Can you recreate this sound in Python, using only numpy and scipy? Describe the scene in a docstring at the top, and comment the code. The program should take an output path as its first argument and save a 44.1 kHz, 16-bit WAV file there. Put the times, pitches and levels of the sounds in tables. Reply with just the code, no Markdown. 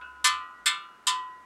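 """A wire wheel turns slowly in a workshop, still ringing faintly over quiet room noise and a low hum.
A steel tool grazes one spoke, then gives three firm taps. Each impact excites the wheel's strong normal
modes, in a mix set by the spoke that is struck, and a dense jangle of weaker ones. Just after each tap
the tool chatters briefly; then, as the free vibration decays, the rim's close pair of modes beats and
the ringing wavers as the wheel turns."""
import sys
import numpy as np
from scipy import signal
from scipy.fft import rfft, irfft
from scipy.io import wavfile

SR = 44100
rng = np.random.default_rng(int(sys.argv[2]) if len(sys.argv) > 2 else 0)


def unload_audio(sound):
    """Save the sound as a 16-bit wav file, at the path given as the first command line argument."""
    columns = np.transpose(np.atleast_2d(sound))
    # keep every value between -1 and 1, then stretch to whole-number steps
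    steps = np.round(np.clip(columns, -1, 1) * 32767)
    wavfile.write(sys.argv[1], SR, steps.astype(np.int16))


N = 63945

# room noise spectrum: f/Hz, level in a 1 kHz band/dB
ROOM_SPECTRUM = [(20, -90), (45, -75), (110, -72), (200, -63), (350, -62), (500, -65.5), (900, -62),
                 (1500, -61), (2500, -72), (4500, -79.5), (8000, -82.5), (15500, -94.5)]
# course of the hum: t/s, level/dB, f/Hz
HUM_TRACK = [(0, -65.5, 65.9), (.38, -64, 71.6), (.48, -78.5, 71.4), (.66, -70.5, 49.9),
             (0.941, -86, 53.66), (1.151, -74, 62.8), (1.45, -77, 68.6)]
# modes already ringing at the start: f/Hz, level/dB, t60/s
RESIDUAL_MODES = [(1008, -46.5, 3.3), (1446, -53.5, .9), (1287, -52.5, 3.6)]
# the few modes that the faint touch excites: f/Hz, level/dB
TOUCH_MODES = [(1019, -49), (1449, -42.5), (1505, -42.5), (1524, -39), (2590, -51), (2656, -49),
               (2888, -54.5)]
# strong modes of the spokes: f/Hz, base t60/s, base level/dB for tap 1, 2, 3
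SPOKE_MODES = [(356.0, 0.65, -64.0, -57.0, -55.0), (806.0, 0.51, -65.0, -52.0, -58.0),
               (1011, 0.88, -60, -37.5, -22.5), (1019, 0.68, -25, -44, -44), (1074, 0.6, -38, -44, -40),
               (1194, 0.62, -22, -29, -33.5), (1288.0, 0.91, -33.0, -45.0, -42.0),
               (1352.0, 0.98, -41.0, -42.0, -58.0), (1374.0, 0.73, -45.0, -35.0, -53.0),
               (1449, 1.9, -39, -62, -52), (1505.0, 0.51, -41.0, -35.0, -44.0),
               (1524.0, 0.24, -27.0, -27.0, -41.0), (1764.0, 0.3, -21.0, -26.0, -32.0),
               (1821.0, 0.19, -30.0, -25.0, -31.0), (2056.0, 0.24, -20.0, -25.0, -31.0),
               (2156.0, 0.28, -65.0, -24.0, -48.0), (2254.0, 0.28, -34.0, -36.0, -42.0),
               (2321.0, 0.38, -30.0, -33.0, -59.0), (2497.0, 0.44, -34.0, -44.0, -49.0),
               (2590.0, 0.46, -34.0, -52.0, -39.0), (2656.0, 0.41, -33.0, -31.0, -50.0),
               (2684.0, 0.28, -40.0, -33.0, -30.0), (2888, 0.72, -42, -40, -46),
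               (2994.0, 0.39, -65.0, -42.0, -39.0), (3022.0, 0.39, -29.0, -48.0, -33.0),
               (3080.0, 0.22, -29.0, -29.0, -29.0), (3218.0, 0.28, -26.0, -65.0, -32.0),
               (3234.0, 0.33, -65.0, -32.0, -34.0), (3359.0, 0.26, -30.0, -49.0, -32.0),
               (3406.0, 0.31, -30.0, -27.0, -40.0), (3520, 0.2, -29, -22, -26),
               (3585.0, 0.26, -29.0, -23.0, -36.0), (3643.0, 0.2, -65.0, -65.0, -28.0),
               (3680.0, 0.4, -52.0, -39.0, -40.0), (3757, 0.24, -27, -25, -33),
               (3849.0, 0.22, -32.0, -65.0, -65.0), (3943.0, 0.3, -33.0, -65.0, -65.0),
               (4213, 0.38, -41, -36, -65), (4246.0, 0.23, -28.0, -31.0, -65.0),
               (4436.0, 0.22, -22.0, -39.0, -28.0), (4830.0, 0.28, -53.0, -40.0, -65.0),
               (5060, 0.2, -65, -65, -29), (5210.0, 0.14, -21.0, -29.0, -65.0),
               (5906.0, 0.13, -21.0, -65.0, -65.0), (6940, 0.14, -36, -60, -26),
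               (7620, 0.12, -30, -20, -32), (8400, 0.12, -65, -22, -38)]
# how far weak modes gather round strong ones: f/Hz, degree from 0 to 1
CLUSTERING = [(800, 0), (1000, 1), (4800, 1), (6200, 0)]
# spectrum of the dense weak modes: f/Hz, base level in a 1 kHz band/dB for tap 1, 2, 3
JANGLE_SPECTRUM = [ (200, -69, -54, -69.5), (700, -45.5, -59.5, -51.5), (860, -52, -51.5, -48.5),
                   (1040, -36.5, -42.5, -35.5), (1506, -34, -35.5, -39.5), (1900, -40, -38, -40),
                   (2508, -33.5, -35, -38.5), (3505, -30, -32.5, -32.5), (4610, -29, -31.5, -29.5),
                   (6190, -34.5, -43, -37.5), (7820, -26.5, -27.5, -29), (9220, -41, -38.5, -38.5),
                   (9700, -29, -38, -37), (12330, -46.5, -47, -51), (15560, -60.5, -62.5, -72.5)]
# their decay: f/Hz, base t60/s
JANGLE_DECAY = [(300, 0.3), (800, 0.23), (1300, 1), (2000, .3), (2800, .35), (4000, 0.27), (5800, 0.24),
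                (7800, 0.23), (11000, 0.16), (15000, 0.19)]
# firm taps: t/s, spoke mode gain/dB, jangle gain/dB, t60 factor, jangle hold/s,
# relative amplitude of the rim's twin mode (negative when it starts in antiphase)
FIRM_TAPS = [(0.2425, .5, 0.5, 1, 0.026, -.75), (0.6583, 0, 1.5, 1.018, 0.015, -.7),
             (1.0685, 0, 1.5, 0.96, 0.018, 0.29)]
# the rim's mode pair: f/Hz, t60/s, level/dB for tap 1, 2, 3
RIM_PAIR = (1932.5, 1.53, -41, -50.5, -41.5)
# the tool's chatter against the spoke: t/s, gain/dB
REBOUNDS = [(.270, 1), (0.2804, -9), (0.68, -7), (1.093, -2)]

TOUCH_S, TOUCH_CLATTER_DB, TOUCH_TREBLE_HZ = 0.012, -10, 2300
MODE_RISE_S, JANGLE_RISE_S = 0.0078, 0.0007
SPOKE_TWIN, SPOKE_SPLIT_HZ, RIM_SPLIT_HZ = 0.098, 1.47, 7.3  # a twin is weaker and slightly higher
WAVER_PER_KHZ, WAVER_HZ_PER_KHZ = 0.06, 4.0  # depth and top rate grow with the mode's frequency
CLUSTER_WIDTH, VALLEY_DB = 0.007, -8  # width as a fraction of the frequency
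CLATTER_DB, LINGER_DB, LINGER_TREBLE_HZ = 0.5, -6, 5800
CLATTER_T60_FACTOR, CHATTER_T60_FACTOR = 0.48, 0.2
CUTOFF_HZ = 15900
GRID_HZ = np.fft.rfftfreq(SR, 1 / SR)  # 1 Hz steps


def amp(db):
    """Amplitude ratio of a level in decibels."""
    return 10 ** (np.asarray(db) / 20)


def read(points, hz):
    """Interpolation of (f/Hz, value) points on a logarithmic frequency axis."""
    f, value = np.transpose(points)
    return np.interp(np.log(hz + 1), np.log(f + 1), value)


def add(mix, s, sound):
    """Superposition: a sound joins the mix at s seconds."""
    part = mix[max(round(s * SR), 0):][:len(sound)]
    part += sound[:len(part)]


def room_noise():
    """Stationary noise: white noise weighted by the workshop's spectrum."""
    colour = amp(read(ROOM_SPECTRUM, np.fft.rfftfreq(N, 1 / SR)))
    return irfft(rfft(rng.standard_normal(N)) * colour, N) * np.sqrt(SR / 2000)


def hum():
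    """Amplitude and frequency modulation: a faint low tone wanders in level and pitch."""
    t = np.arange(N) / SR
    s, db, hz = np.transpose(HUM_TRACK)
    phase = 2 * np.pi * np.cumsum(np.interp(t, s, hz)) / SR
    return np.sqrt(2) * amp(np.interp(t, s, db)) * np.sin(phase)


def residual_ringing():
    """Damped free vibration: modes already in motion decay exponentially."""
    t = np.arange(N) / SR
    return sum(amp(db - 60 * t / t60) * np.sin(2 * np.pi * f * t) for f, db, t60 in RESIDUAL_MODES)


def touch():
    """A soft contact acts as a low-pass filter: grazing a spoke excites few modes and little treble."""
    out = np.zeros(N)
    for f, db in TOUCH_MODES:
        t60 = min(SPOKE_MODES, key=lambda row: abs(row[0] - f))[1]
        add(out, TOUCH_S, mode(f, t60, db, SPOKE_TWIN, SPOKE_SPLIT_HZ))
    soft = clusters(GRID_HZ) / (1 + (GRID_HZ / TOUCH_TREBLE_HZ) ** 5)
    add(out, TOUCH_S, amp(TOUCH_CLATTER_DB) * jangle(0, soft, CLATTER_T60_FACTOR, hold_s=0))
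    return out


def mode(hz, t60, db, twin, split_hz):
    """A damped normal mode swells as the blow spreads round the wheel, beats with its twin and wavers."""
    t = np.arange(min(N, int(t60 * SR))) / SR
    slow = t[::32]  # coarse time steps for the envelope
    beat = (1 + twin * np.exp(2j * np.pi * split_hz * slow)) / (1 + abs(twin))
    depth, rate_hz = WAVER_PER_KHZ * hz / 1000, WAVER_HZ_PER_KHZ * hz / 1000
    waver = (1 + depth * drift(slow, rate_hz)) / np.hypot(1, depth)
    rise = 1 - np.exp(-slow / MODE_RISE_S)
    envelope = beat * waver * rise * amp(db - 60 * slow / t60)
    carrier = np.exp(2j * np.pi * (hz * t + rng.random()))
    return (np.interp(t, slow, envelope) * carrier).real


def drift(t, hz, count=6):
    """Random phasors, none faster than hz, sum to a slow wander of unit mean power."""
    rate, phase = rng.uniform(-1, 1, (2, count))
    knots = np.linspace(0, t[-1], num=200)
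    phasors = np.exp(2j * np.pi * (hz * rate * knots[:, None] + phase))
    return np.interp(t, knots, phasors.sum(1) / np.sqrt(count))


def clusters(hz):
    """Near-degeneracy: the spokes are almost alike, so weak midrange modes gather round strong ones."""
    detuning = np.min([abs(hz / f - 1) for f, *_ in SPOKE_MODES], axis=0)
    closeness = np.exp(-(detuning / CLUSTER_WIDTH) ** 2)
    return amp(VALLEY_DB * read(CLUSTERING, hz) * (0.5 - closeness))


def jangle(tap, weights, t60_factor, hold_s, bands=16):
    """Frequency-dependent damping: the close modes of all the spokes hold, then die, treble first."""
    t = np.arange(SR) / SR
    colour = weights * amp(read([(row[0], row[1 + tap]) for row in JANGLE_SPECTRUM], GRID_HZ))
    spectrum = colour * np.exp(2j * np.pi * rng.random(len(GRID_HZ))) * SR / np.sqrt(2000)
    age = np.hypot(t, hold_s) - hold_s  # the decay sets in gradually
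    edges = np.append(150, np.geomspace(900, 17000, bands))
    out = np.zeros(SR)
    for lo, hi in zip(edges, edges[1:]):
        band = irfft(spectrum * ((GRID_HZ >= lo) & (GRID_HZ < hi)), SR)
        t60 = t60_factor * read(JANGLE_DECAY, np.sqrt(lo * hi))
        out += band * amp(-60 * age / t60)
    return out * (1 - np.exp(-t / JANGLE_RISE_S))


def firm_taps():
    """Impulse response: each tap rings spokes and rim, with a dense clatter and lingering weak lines."""
    out = np.zeros(N)
    dense = clusters(GRID_HZ)
    sparse = dense * weak_lines() / np.hypot(1, GRID_HZ / LINGER_TREBLE_HZ)
    rim_hz, rim_t60, *rim_db = RIM_PAIR
    for tap, (s, modes_db, jangle_db, t60_factor, hold_s, rim_twin) in enumerate(FIRM_TAPS):
        for f, t60, *levels in SPOKE_MODES:
            add(out, s, mode(f, t60 * t60_factor, modes_db + levels[tap], SPOKE_TWIN, SPOKE_SPLIT_HZ))
        add(out, s, mode(rim_hz, rim_t60, rim_db[tap], rim_twin, RIM_SPLIT_HZ))
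        clatter = jangle(tap, dense, t60_factor * CLATTER_T60_FACTOR, hold_s)
        add(out, s, amp(jangle_db + CLATTER_DB) * clatter)
        add(out, s, amp(jangle_db + LINGER_DB) * jangle(tap, sparse, t60_factor, hold_s))
    return out


def weak_lines(count=170):
    """A line spectrum: one weak mode falls at random in each band and carries that band's power."""
    edges = np.geomspace(150, 17000, count + 1)
    lines, width = np.zeros(len(GRID_HZ)), np.diff(edges)
    lines[(edges[:-1] + width * rng.random(count)).astype(int)] = np.sqrt(width)
    return lines


def chatter():
    """Repeated impact: the tool meets the spoke again just after a tap and briefly renews its jangle."""
    out, dense = np.zeros(N), clusters(GRID_HZ)
    for s, db in REBOUNDS:
        last_tap = sum(row[0] < s for row in FIRM_TAPS) - 1
        add(out, s, amp(db) * jangle(last_tap, dense, CHATTER_T60_FACTOR, hold_s=0))
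    return out


def scene():
    """Sound pressures of wheel and room add at one close microphone."""
    return (firm_taps() + chatter() + touch() + residual_ringing() + room_noise() + hum())[None]


def record(dry):
    """Band limiting: a linear-phase low-pass filter removes the highest treble."""
    lowpass = signal.firwin(255, CUTOFF_HZ, window=("kaiser", 9), fs=SR)
    return signal.oaconvolve(dry, lowpass[None], "same")


dry = scene()
out = record(dry)
unload_audio(out)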